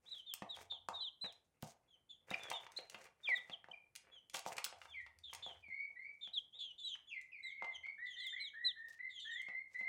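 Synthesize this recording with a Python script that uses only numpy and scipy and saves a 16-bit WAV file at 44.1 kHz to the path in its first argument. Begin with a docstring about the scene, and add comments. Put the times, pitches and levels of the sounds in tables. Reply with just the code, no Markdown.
"""Faint air noise and patter open the scene, with soft scuffing, a sliding whistle and chicks' falling peeps.
Young chicks feed from a dish in a small bare coop; near and farther birds whistle mostly low, sliding notes.
Calls are phase-modulated sines with weak overtones; knocks are damped resonances plus noise cracks.
Grit ticks are short noise bursts; scuffs and rustles are random grains. A low hum comes and goes, two
squawks rasp, and close walls echo all but the hum and air."""
import sys
import numpy as np
from scipy import signal
from scipy.fft import rfft, irfft, next_fast_len
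from scipy.io import wavfile

SR = 44100
rng = np.random.default_rng(int(sys.argv[2]) if len(sys.argv) > 2 else 0)


def output_pcm(signal):
    """Save a mono or channel-first signal as 16-bit PCM at the path in sys.argv[1].

    Samples are clipped to [-1, 1] before scaling.
    """
    pcm = np.clip(np.atleast_2d(signal).T, -1, 1) * 32767
    wavfile.write(sys.argv[1], SR, np.round(pcm).astype(np.int16))


N = 435708


def from_db(db):
    """Decibels to gain."""
    return 10 ** (np.asarray(db) / 20)


def rms_one(x):
    """Scale to unit power."""
    return x / np.sqrt(np.mean(x ** 2) + 1e-20)


def at_hz(points, hz):
    """Read a (Hz, value) curve on a log-frequency axis."""
    point_hz, values = np.transpose(points)
    return np.interp(np.log(hz), np.log(point_hz), values)


def add(out, start_s, sound):
    """Mix a sound in at start_s, cut at the end."""
    i = max(int(start_s * SR), 0)
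    out[i:i + len(sound)] += sound[:max(N - i, 0)]


def drift(rate_hz, size):
    """Zero-mean random curve: unit-spread normal points at rate_hz, joined by straight lines."""
    steps = np.arange(size) * rate_hz / SR
    return np.interp(steps, np.arange(size), rng.standard_normal(size))


def band(x, low_hz, high_hz, order=2):
    """Causal band-pass."""
    sos = signal.butter(order, [low_hz, high_hz], "band", fs=SR, output="sos")
    return signal.sosfilt(sos, x)


def colour(x, spectrum):
    """Give a noise a spectrum; unit power."""
    size = next_fast_len(N)
    hz = np.arange(size // 2 + 1) * SR / size + 1
    shaped = rfft(x, size) * from_db(at_hz(spectrum, hz))
    return rms_one(irfft(shaped, size)[:N])


def ring(t, hz, t60_s):
    """A struck, damped resonance."""
    return np.sin(2 * np.pi * hz * t) * from_db(-60 * t / t60_s)


def note(hz, level_db, swell_db, waver, flutter_db, attack_s, release_s):
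    """Phase and loudness of one syrinx note: pitch wavers, level flutters and swells or fades."""
    size = len(hz)
    t = np.arange(size) / SR
    phase = 2 * np.pi * np.cumsum(hz * (1 + waver * drift(220, size))) / SR
    gate = np.sin(np.pi / 2 * np.clip(np.minimum(t / attack_s, t[::-1] / release_s), 0, 1))
    swell = swell_db * np.interp(t / t[-1], [.3, .8], [-.5, .5])
    return phase, gate * from_db(level_db + swell + flutter_db * drift(120, size))


ORDINARY_DB, NEAR_DRYNESS_DB_PER_DB = -52, 0.75


def wall_share(level_db):
    """Calls louder than ordinary come from closer by, so less reaches the walls."""
    return from_db(-NEAR_DRYNESS_DB_PER_DB * max(level_db - ORDINARY_DB, 0))


# background air spectrum: (frequency [Hz], relative level [dB])
AIR_SPECTRUM = [(20, -16), (55, 6.5), (90, 6), (200, 0.5), (600, -5.5), (1400, -11.5), (3000, -19),
                (6000, -22.5), (10000, -18), (16000, -31)]
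AIR_DB = -85


def air():
    """Steady noise, strongest in the bass."""
    return from_db(AIR_DB) * colour(rng.standard_normal(N), AIR_SPECTRUM)


def grains(per_s, spread_db, smooth):
    """Random contacts of uneven size over a rubbing hiss; each octave swells and fades by itself."""
    size_db = spread_db * np.minimum(rng.exponential(1, N), 3)
    sizes = from_db(size_db) * rng.choice([-1, 1], N)
    hits = rng.random(N) < per_s / SR
    contacts = rms_one(sizes * hits) + smooth * rng.standard_normal(N)
    total = np.zeros(N)
    for low_hz in 70 * 2 ** np.arange(8):
        total += band(contacts, low_hz, 2 * low_hz, order=1) * from_db(4 * drift(50, N))
    return total * from_db(3 * drift(70, N))


# colour of feet on the floor: (frequency [Hz], relative level [dB])
SCUFF_SPECTRUM = [(60, -16), (130, -2), (300, -11), (480, 2.5), (800, -4.5), (1300, -4.5), (2400, -1),
                  (4000, -27), (9000, -42)]
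# colour of feathers and loose feed: (frequency [Hz], relative level [dB])
RUSTLE_SPECTRUM = [(500, -30.5), (1500, -20), (2400, -14), (4500, -8.5), (6200, -8), (9300, -12.5),
                   (13000, -20), (16000, -20)]


def patter():
    """Other birds step and nibble all the while: sparse grains, heard only off the walls."""
    steps = from_db(-85) * colour(grains(9, 3, smooth=0), SCUFF_SPECTRUM)
    nibbles = from_db(-83) * colour(grains(29, 7.0, smooth=0), RUSTLE_SPECTRUM)
    return steps + nibbles


# bouts of scrabbling: (time [s], length [s], foot scuff level [dB], feather and feed rustle level [dB])
SCRABBLE_BOUTS = [(0.01, 0.24, -76.5, -79), (0.531, 0.15, -66, -67.5), (1.234, 0.038, -59.5, -68),
                  (1.599, 0.15, -76, -70), (2.256, 0.25, -59, -71.5), (2.476, 0.04, -56, -76),
                  (2.592, 0.073, -64, -69), (2.69, 0.22, -70, -77), (2.886, 0.22, -64.5, -71),
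                  (3.151, 0.42, -72.5, -77), (4.005, 0.19, -73, -104), (4.33, 0.068, -57, -51.5),
                  (4.444, 0.11, -57.5, -58.5), (4.546, 0.069, -58, -74), (4.756, 0.18, -86, -76),
                  (5.24, 0.41, -74.5, -81.5), (8.875, 0.12, -87, -74.5), (9.685, 0.18, -78.5, -81)]


def scrabble():
    """Feet scuff the floor while feathers and loose feed rustle: gated, coloured grains."""
    scuff, rustle = np.zeros(N), np.zeros(N)
    for start_s, length_s, scuff_db, rustle_db in SCRABBLE_BOUTS:
        stroke = signal.windows.tukey(int(length_s * SR), .5)
        add(scuff, start_s, stroke * from_db(scuff_db))
        add(rustle, start_s, stroke * from_db(rustle_db))
    feet = colour(grains(240, 3.5, smooth=0.75), SCUFF_SPECTRUM)
    feathers = colour(grains(370, 2.2, smooth=.7), RUSTLE_SPECTRUM)
    return scuff * feet + rustle * feathers


# sliding whistles: (time [s], length [s], first pitch [Hz], last pitch [Hz], level before the mix [dB])
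WHISTLE_NOTES = [(0.056, 0.04, 3150, 3950, -62), (2.763, 0.023, 3735, 4200, -44),
                 (3.271, 0.079, 2657, 1946, -36), (3.729, 0.02, 2370, 2350, -55),
                 (4.935, 0.086, 2445, 1894, -53), (5.626, 0.11, 2450, 2117, -59.5),
                 (5.7, 0.16, 2094, 2250, -51), (5.956, 0.15, 1881, 2323, -56.5),
                 (6.524, 0.055, 2995, 3830, -60.5), (7.1, 0.092, 2970, 2022, -52.5),
                 (7.315, 0.081, 2696, 2150, -57.5), (7.428, 0.14, 2026, 2177, -54.5),
                 (7.587, 0.154, 2130, 2064, -55.5), (7.828, 0.088, 2084, 2233, -50.5),
                 (7.977, 0.097, 1693, 2030, -52), (8.157, 0.12, 1824, 2086, -57.5),
                 (8.322, 0.11, 1765, 2250, -52.5), (8.533, 0.12, 1673, 1938, -51.5),
                 (8.755, 0.14, 1746, 1862, -55), (8.986, 0.096, 1953, 2038, -51),
                 (9.246, 0.13, 1719, 1916, -50), (9.351, 0.13, 1918, 2159, -52.5),
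                 (9.484, 0.13, 1948, 2117, -52.5), (9.742, 0.19, 1983, 2105, -46.5)]
WHISTLE_EASE_POWER, WHISTLE_SWELL_DB, WHISTLE_OCTAVE_DB = 1.9, 1, -30.5
RASP_RAD, RASP_DECAY_S = 0.55, 0.016


def whistles():
    """Notes start with a rasp, clear and ease into their last pitch. Returns direct, to walls."""
    direct, to_walls = np.zeros(N), np.zeros(N)
    for start_s, length_s, first_hz, last_hz, level_db in WHISTLE_NOTES:
        t = np.arange(int(length_s * SR)) / SR
        hz = last_hz + (first_hz - last_hz) * (1 - t / length_s) ** WHISTLE_EASE_POWER
        phase, loud = note(hz, level_db, WHISTLE_SWELL_DB, waver=0.021, flutter_db=2.2,
                           attack_s=0.02, release_s=0.0087)
        phase = phase + RASP_RAD * np.exp(-t / RASP_DECAY_S) * drift(800, len(t))
        octave = from_db(WHISTLE_OCTAVE_DB) * np.sin(2 * phase)
        whistle = loud * (np.sin(phase) + octave)
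        add(direct, start_s, whistle)
        add(to_walls, start_s, whistle * wall_share(level_db))
    return direct, to_walls


# peeps: (time [s], length [s], top pitch [Hz], level [dB], swell over the note [dB],
#         relative trill depth [1])
PEEP_NOTES = [(0.107, 0.11, 3760, -55.5, 2, 0.23), (0.107, 0.051, 4070, -46.5, -4, 0.027),
              (0.26, 0.08, 3710, -48, 3, 0.15), (0.489, 0.077, 3893, -49, -9.5, 0.11),
              (0.697, 0.09, 3734, -49.5, -12.5, 0.28), (0.932, 0.12, 3813, -48.5, -9.5, 0.11),
              (1.001, 0.094, 4066, -43.5, -1.5, 0.11), (1.211, 0.11, 4094, -48, -14, 0.017),
              (1.877, 0.089, 3460, -69.5, 9, 0.21), (2.09, 0.08, 3573, -64, -16.5, 0.23),
              (2.303, 0.014, 3950, -50, -27, 0.0071), (2.393, 0.19, 3560, -56, 0, 0.23),
              (2.531, 0.077, 3685, -49.5, -11.5, 0.082), (2.774, 0.026, 4360, -48, -3, 0),
              (3.231, 0.044, 3710, -42.5, 8.5, 0.057), (3.351, 0.045, 3880, -44, -12.5, .22),
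              (3.512, 0.041, 3664, -43, 12, 0.27), (3.713, 0.011, 3220, -39, -4, 0.13),
              (4.113, 0.085, 3426, -59, 4.5, 0.17), (4.877, 0.066, 3620, -57, 11.5, 0.025),
              (5.234, 0.098, 3754, -54.5, -9, 0.41), (5.422, 0.12, 3613, -52.5, -12, 0.36),
              (6.209, 0.093, 3690, -50.5, -5, 0.2), (6.331, 0.065, 4000, -39.5, 9.5, .16),
              (6.585, 0.14, 3647, -48, -6, 0.48), (6.778, 0.16, 3620, -53.5, -2.5, 0.33),
              (6.833, 0.1, 3980, -45, -2.5, 0), (6.872, 0.086, 3884, -48, 9, 0.47),
              (7.07, 0.04, 3520, -55.5, 0, 0.01), (7.427, 0.1, 4016, -57, -9.5, .05),
              (7.71, 0.066, 3660, -55.5, 15.5, 0.36), (8.056, 0.12, 3740, -55, -0.5, 0.42),
              (8.163, 0.1, 3690, -50.5, -3.5, 0.31), (8.197, 0.11, 4160, -48.5, 3, 0.16),
              (8.291, 0.12, 3666, -53, -10, 0.12), (8.396, 0.1, 4150, -47.5, -2.5, .06),
              (8.643, 0.081, 4070, -36.5, -11.5, 0), (9.092, 0.125, 3840, -54, 9.5, 0.4),
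              (9.194, 0.14, 3746, -52, -8.5, 0.41), (9.302, 0.12, 3740, -50.5, -4, 0.12)]
# octave overtone of a peep at ORDINARY_DB: (time [s], level [dB])
OCTAVE_LEVEL = [(0.3, -84.5), (2.5, -78.5), (6.2, -83.5), (6.8, -72), (8.2, -77.5), (9.3, -72)]
PEEP_END_HZ, SCOOP_SHARE, SCOOP_DECAY_S = 2902, .07, .005
CLEAR_ARCH_POWER, TRILL_FLATTENS = 2.35, 0.49   # trill depth that cuts the power by e
TRILL_HZ, TRILL_JERK, TRILL_THROB = 226.8, 1.15, 0.18   # mean rate; phase and level depth factors
PEEP_ATTACK_S, PEEP_RELEASE_S = 0.015, 0.019
OCTAVE_FOLLOWS_DB_PER_DB, OCTAVE_FLICKER_DB = 0.35, 4
TWELFTH_DB = -17.5   # third harmonic relative to the octave


def peeps():
    """Near-pure falling glides; a trill jerks pitch and level together. Returns direct, to walls."""
    direct, to_walls = np.zeros(N), np.zeros(N)
    octave_s, octave_level_db = np.transpose(OCTAVE_LEVEL)
    for start_s, length_s, top_hz, level_db, swell_db, trill in PEEP_NOTES:
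        t = np.arange(int(length_s * SR)) / SR
        u = t / length_s
        # clear peeps scoop up and arch; trilled ones drop at once
        clear = np.exp(-abs(trill) / TRILL_FLATTENS)
        hz = top_hz + (PEEP_END_HZ - top_hz) * u ** (CLEAR_ARCH_POWER * clear)
        hz = hz * (1 - SCOOP_SHARE * clear * np.exp(-t / SCOOP_DECAY_S))
        phase, loud = note(hz, level_db, swell_db, waver=0.0077, flutter_db=2.62,
                           attack_s=PEEP_ATTACK_S, release_s=PEEP_RELEASE_S)

        trill_hz = TRILL_HZ * (1 + .2 * drift(110, len(t)))
        turn = np.exp(2j * np.pi * np.cumsum(trill_hz) / SR)
        jerk = trill * (turn + turn ** 2 / 2 + turn ** 3 / 4)
        jerk = jerk * (1.25 - u)   # the trill calms as the note falls
        phase = phase + TRILL_JERK * jerk.imag
        throb = 1 + TRILL_THROB * jerk.real

        octave_db = np.interp(start_s, octave_s, octave_level_db)
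        octave_db = octave_db + OCTAVE_FOLLOWS_DB_PER_DB * (level_db - ORDINARY_DB)
        relative_db = octave_db - level_db + OCTAVE_FLICKER_DB * drift(70, len(t))
        third = from_db(TWELFTH_DB) * np.sin(3 * phase)
        overtones = from_db(relative_db) * (np.sin(2 * phase) + third)
        peep = loud * throb * (np.sin(phase) + overtones)
        add(direct, start_s, peep)
        add(to_walls, start_s, peep * wall_share(level_db))
    return direct, to_walls


# beak and claw ticks on grit: (time [s], level [dB], sparkle relative to it before a fixed lift [dB])
GRIT_TICKS = [(0.1804, -55.5, -24), (0.3374, -35, -5), (0.5637, -47, -28), (0.8859, -41.5, -19),
              (1.3238, -50.5, -18), (1.6241, -44, -8), (2.304, -43, -16), (2.4338, -40, -24.5),
              (2.501, -33, -22), (2.5277, -41, -12), (2.7187, -46, -23), (2.773, -44, -22),
              (2.898, -41.5, -20), (3.0415, -49.5, -31), (3.2987, -46, -27), (3.367, -54, -15),
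              (3.3737, -52, -10), (3.9525, -42, -14), (3.9596, -35, -28), (4.2972, -45.5, -26),
              (4.3428, -30, -33.5), (4.368, -35.5, -25), (4.392, -38.5, -18), (4.567, -34.5, -25.5),
              (4.5811, -34, -35.5), (4.6421, -23.5, -14), (4.648, -29.5, -9.5), (4.657, -43, -53),
              (5.187, -52, -27), (5.3339, -35, -19), (5.348, -35.5, -18), (7.213, -50.5, -25),
              (8.267, -48.5, -10), (8.884, -54, -7), (9.416, -46, -21)]
TICK_ATTACK_S, TICK_T60_S, SPARKLE_LIFT_DB = 0.0011, 0.017, 10.5


def ticks():
    """Hard tips crush grit: a sharp, crackling noise burst that dies quickly."""
    out, t = np.zeros(N), np.arange(SR // 5) / SR
    for start_s, level_db, sparkle_db in GRIT_TICKS:
        envelope_db = 3.5 * drift(900, len(t)) - 60 * t / TICK_T60_S
        crunch = rng.standard_normal(len(t)) * from_db(envelope_db)
        crunch = crunch * np.clip(t / TICK_ATTACK_S, 0, 1)
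        sparkle = from_db(sparkle_db + SPARKLE_LIFT_DB) * band(crunch, 13500, 17500)
        add(out, start_s, from_db(level_db) * (band(crunch, 1800, 9000) + sparkle))
    return out


# faint hums: (time [s], length [s], level [dB])
HUM_SPELLS = [(0.4, 0.7, -76.5), (4.6, 1.32, -76), (7.5, 0.4, -80.5)]
HUM_LOW_HZ, HUM_HIGH_HZ = 72, 92


def hum():
    """A narrow noise band, heard as a wavering drone that fades in and out."""
    level = np.zeros(N)
    for start_s, length_s, level_db in HUM_SPELLS:
        fade = signal.windows.tukey(int(length_s * SR), .5)
        add(level, start_s, from_db(level_db) * fade)
    return level * rms_one(band(rng.standard_normal(N), HUM_LOW_HZ, HUM_HIGH_HZ))


FLOOR_MEAN_HZ = 186.4
HARD_THUMP_LOSS_DB = 36   # soft, heavy blows shake the floor most


def blow(hz, hardness, thump_db):
    """One dead swing of the dish, a low floor thump and, the harder the blow, a short crack."""
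    t = np.arange(SR // 5) / SR
    swing = band(ring(t, hz, 0.0068), 470, 4600)
    floor_hz = FLOOR_MEAN_HZ * (1 + .08 * rng.standard_normal())
    floor = ring(t, floor_hz, 0.079) + from_db(-5) * ring(t, 1.4 * floor_hz, 0.068)
    thump = band(floor, 99, 900, order=1)
    crack = band(rng.standard_normal(len(t)), 900, 3000) * np.exp(-t / 0.005)
    out = (1 - hardness) * from_db(7) * swing
    out = out + hardness * from_db(7.5) * crack
    return out + from_db(thump_db - HARD_THUMP_LOSS_DB * hardness) * thump


# footfalls by the dish: (time [s], level [dB], hardness [0-1])
FOOT_BLOWS = [(0.421, -35, 0.37), (1.241, -43.5, 0.38), (1.629, -39, .16), (2.312, -31.5, 0.46),
              (2.945, -39, 0.7), (3.066, -52.5, 0.92), (3.38, -52, 0.57), (3.497, -40.5, 0.54),
              (3.7, -61, 0.3), (5.683, -60, 0.25), (6.274, -51.5, 0.6), (9.485, -45.5, 0.54),
              (9.81, -49, 0.43)]
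# beak blows on the dish: (time [s], level [dB], pitch [Hz], hardness [0-1])
BEAK_BLOWS = [(0.572, -45.5, 860, 0.2), (0.723, -48.5, 870, 0.14), (0.887, -30.5, 1055, 0.16),
              (2.515, -29.5, 980, 0.41), (2.666, -43, 1010, 0.55), (2.788, -37.5, 463, 0.35),
              (3.289, -36, 724, 0.44), (3.643, -48, 1750, 0.16), (3.686, -47, 750, 0.15),
              (4.346, -29, 920, 0.6), (4.463, -32.5, 840, 0.02), (4.581, -33.5, 880, 0.83),
              (4.664, -39, 1430, 0.35), (4.726, -43.5, 744, 0.37), (4.816, -46.5, 1480, 0.96),
              (4.855, -46, 930, 0.52), (5.064, -48, 1350, 0.62), (5.33, -41, 1000, 0.54),
              (5.348, -51.5, 880, 0.5), (5.464, -43, 760, 0.02), (6.954, -52, 1250, 1),
              (7.623, -35.5, 944, 0.19), (7.644, -40.5, 726, 0.53), (7.864, -52.5, 925, 0.73)]
FOOT_KNOCK_HZ, FOOT_THUMP_DB, PECK_THUMP_DB = 694, 4.5, -17.5


def knocks():
    """Heavier feet and light beaks strike the dish and the floor."""
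    out = np.zeros(N)
    for start_s, level_db, hardness in FOOT_BLOWS:
        add(out, start_s, from_db(level_db) * blow(FOOT_KNOCK_HZ, hardness, FOOT_THUMP_DB))
    for start_s, level_db, hz, hardness in BEAK_BLOWS:
        add(out, start_s, from_db(level_db) * blow(hz, hardness, PECK_THUMP_DB))
    return out


# hoarse squawks in a scuffle: (time [s], length [s], level [dB])
SQUAWK_CRIES = [(2.319, 0.03, -40), (2.339, 0.021, -50)]
SQUAWK_FOOT_HZ, SQUAWK_TOP_HZ, SQUAWK_ROUGH_RAD = 2060, 2830, 0.42


def squawks():
    """Short arched cries; fast random phase smears the pitch."""
    out = np.zeros(N)
    for start_s, length_s, level_db in SQUAWK_CRIES:
        arch = np.sin(np.linspace(0, np.pi, int(length_s * SR)))
        hz = SQUAWK_FOOT_HZ + (SQUAWK_TOP_HZ - SQUAWK_FOOT_HZ) * arch
        phase, loud = note(hz, level_db, swell_db=7.5, waver=0.069, flutter_db=5,
                           attack_s=0.0031, release_s=.006)
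        phase = phase + SQUAWK_ROUGH_RAD * drift(1500, len(hz))
        add(out, start_s, loud * (np.sin(phase) + from_db(-19) * np.sin(2 * phase)))
    return out


# echo colour: (frequency [Hz], relative level [dB])
WALL_COLOUR = [(100, 7), (200, -18), (400, -3), (800, 3), (1300, -8.5), (2000, -4.5), (4000, -5),
               (8000, -4), (16000, -2)]
# echo decay: (frequency [Hz], T60 [s])
WALL_T60 = [(150, 0.16), (700, 0.4), (2000, 0.36), (4000, 0.26), (8000, 0.23), (14000, 0.048)]
ECHO_DB, ECHO_ONSET_S = -30.5, 0.0065


def coop(x):
    """Dense echoes off close walls: half-octave noise bands, dying fastest in the top treble."""
    t = np.arange(SR * 3 // 4) / SR
    edges_hz = 80 * 2 ** np.arange(0, 8.1, .5)
    echo = np.zeros(len(t))
    for low_hz, high_hz in zip(edges_hz, edges_hz[1:]):
        hz = np.sqrt(low_hz * high_hz)
        decay_db = at_hz(WALL_COLOUR, hz) - 60 * t / at_hz(WALL_T60, hz)
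        echo += band(rng.standard_normal(len(t)), low_hz, high_hz) * from_db(decay_db)
    echo = echo * np.clip(t / ECHO_ONSET_S, 0, 1) * from_db(ECHO_DB)
    return signal.fftconvolve(x, echo)[:N]


def scene():
    """Louder calls are more direct; the whistles get an extra share of echo."""
    feet = scrabble()
    low, low_to_walls = whistles()
    high, high_to_walls = peeps()
    grit, blows, cries = ticks(), knocks(), squawks()
    to_walls = from_db(0.5) * high_to_walls + from_db(9.5) * low_to_walls
    to_walls = to_walls + from_db(-3) * cries + from_db(0.5) * blows
    to_walls = to_walls + from_db(1.0) * grit + from_db(-6.0) * feet + from_db(-4.0) * patter()
    direct = high + from_db(4.1) * low + cries + blows + grit + feet
    return (direct + coop(to_walls) + hum() + air())[None]


CUTOFF_HZ = 16100


def record(dry):
    """Steep elliptic low-pass cuts the top."""
    return signal.sosfilt(signal.ellip(10, .1, 80, CUTOFF_HZ, fs=SR, output="sos"), dry)


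dry = scene()
out = record(dry)
output_pcm(out)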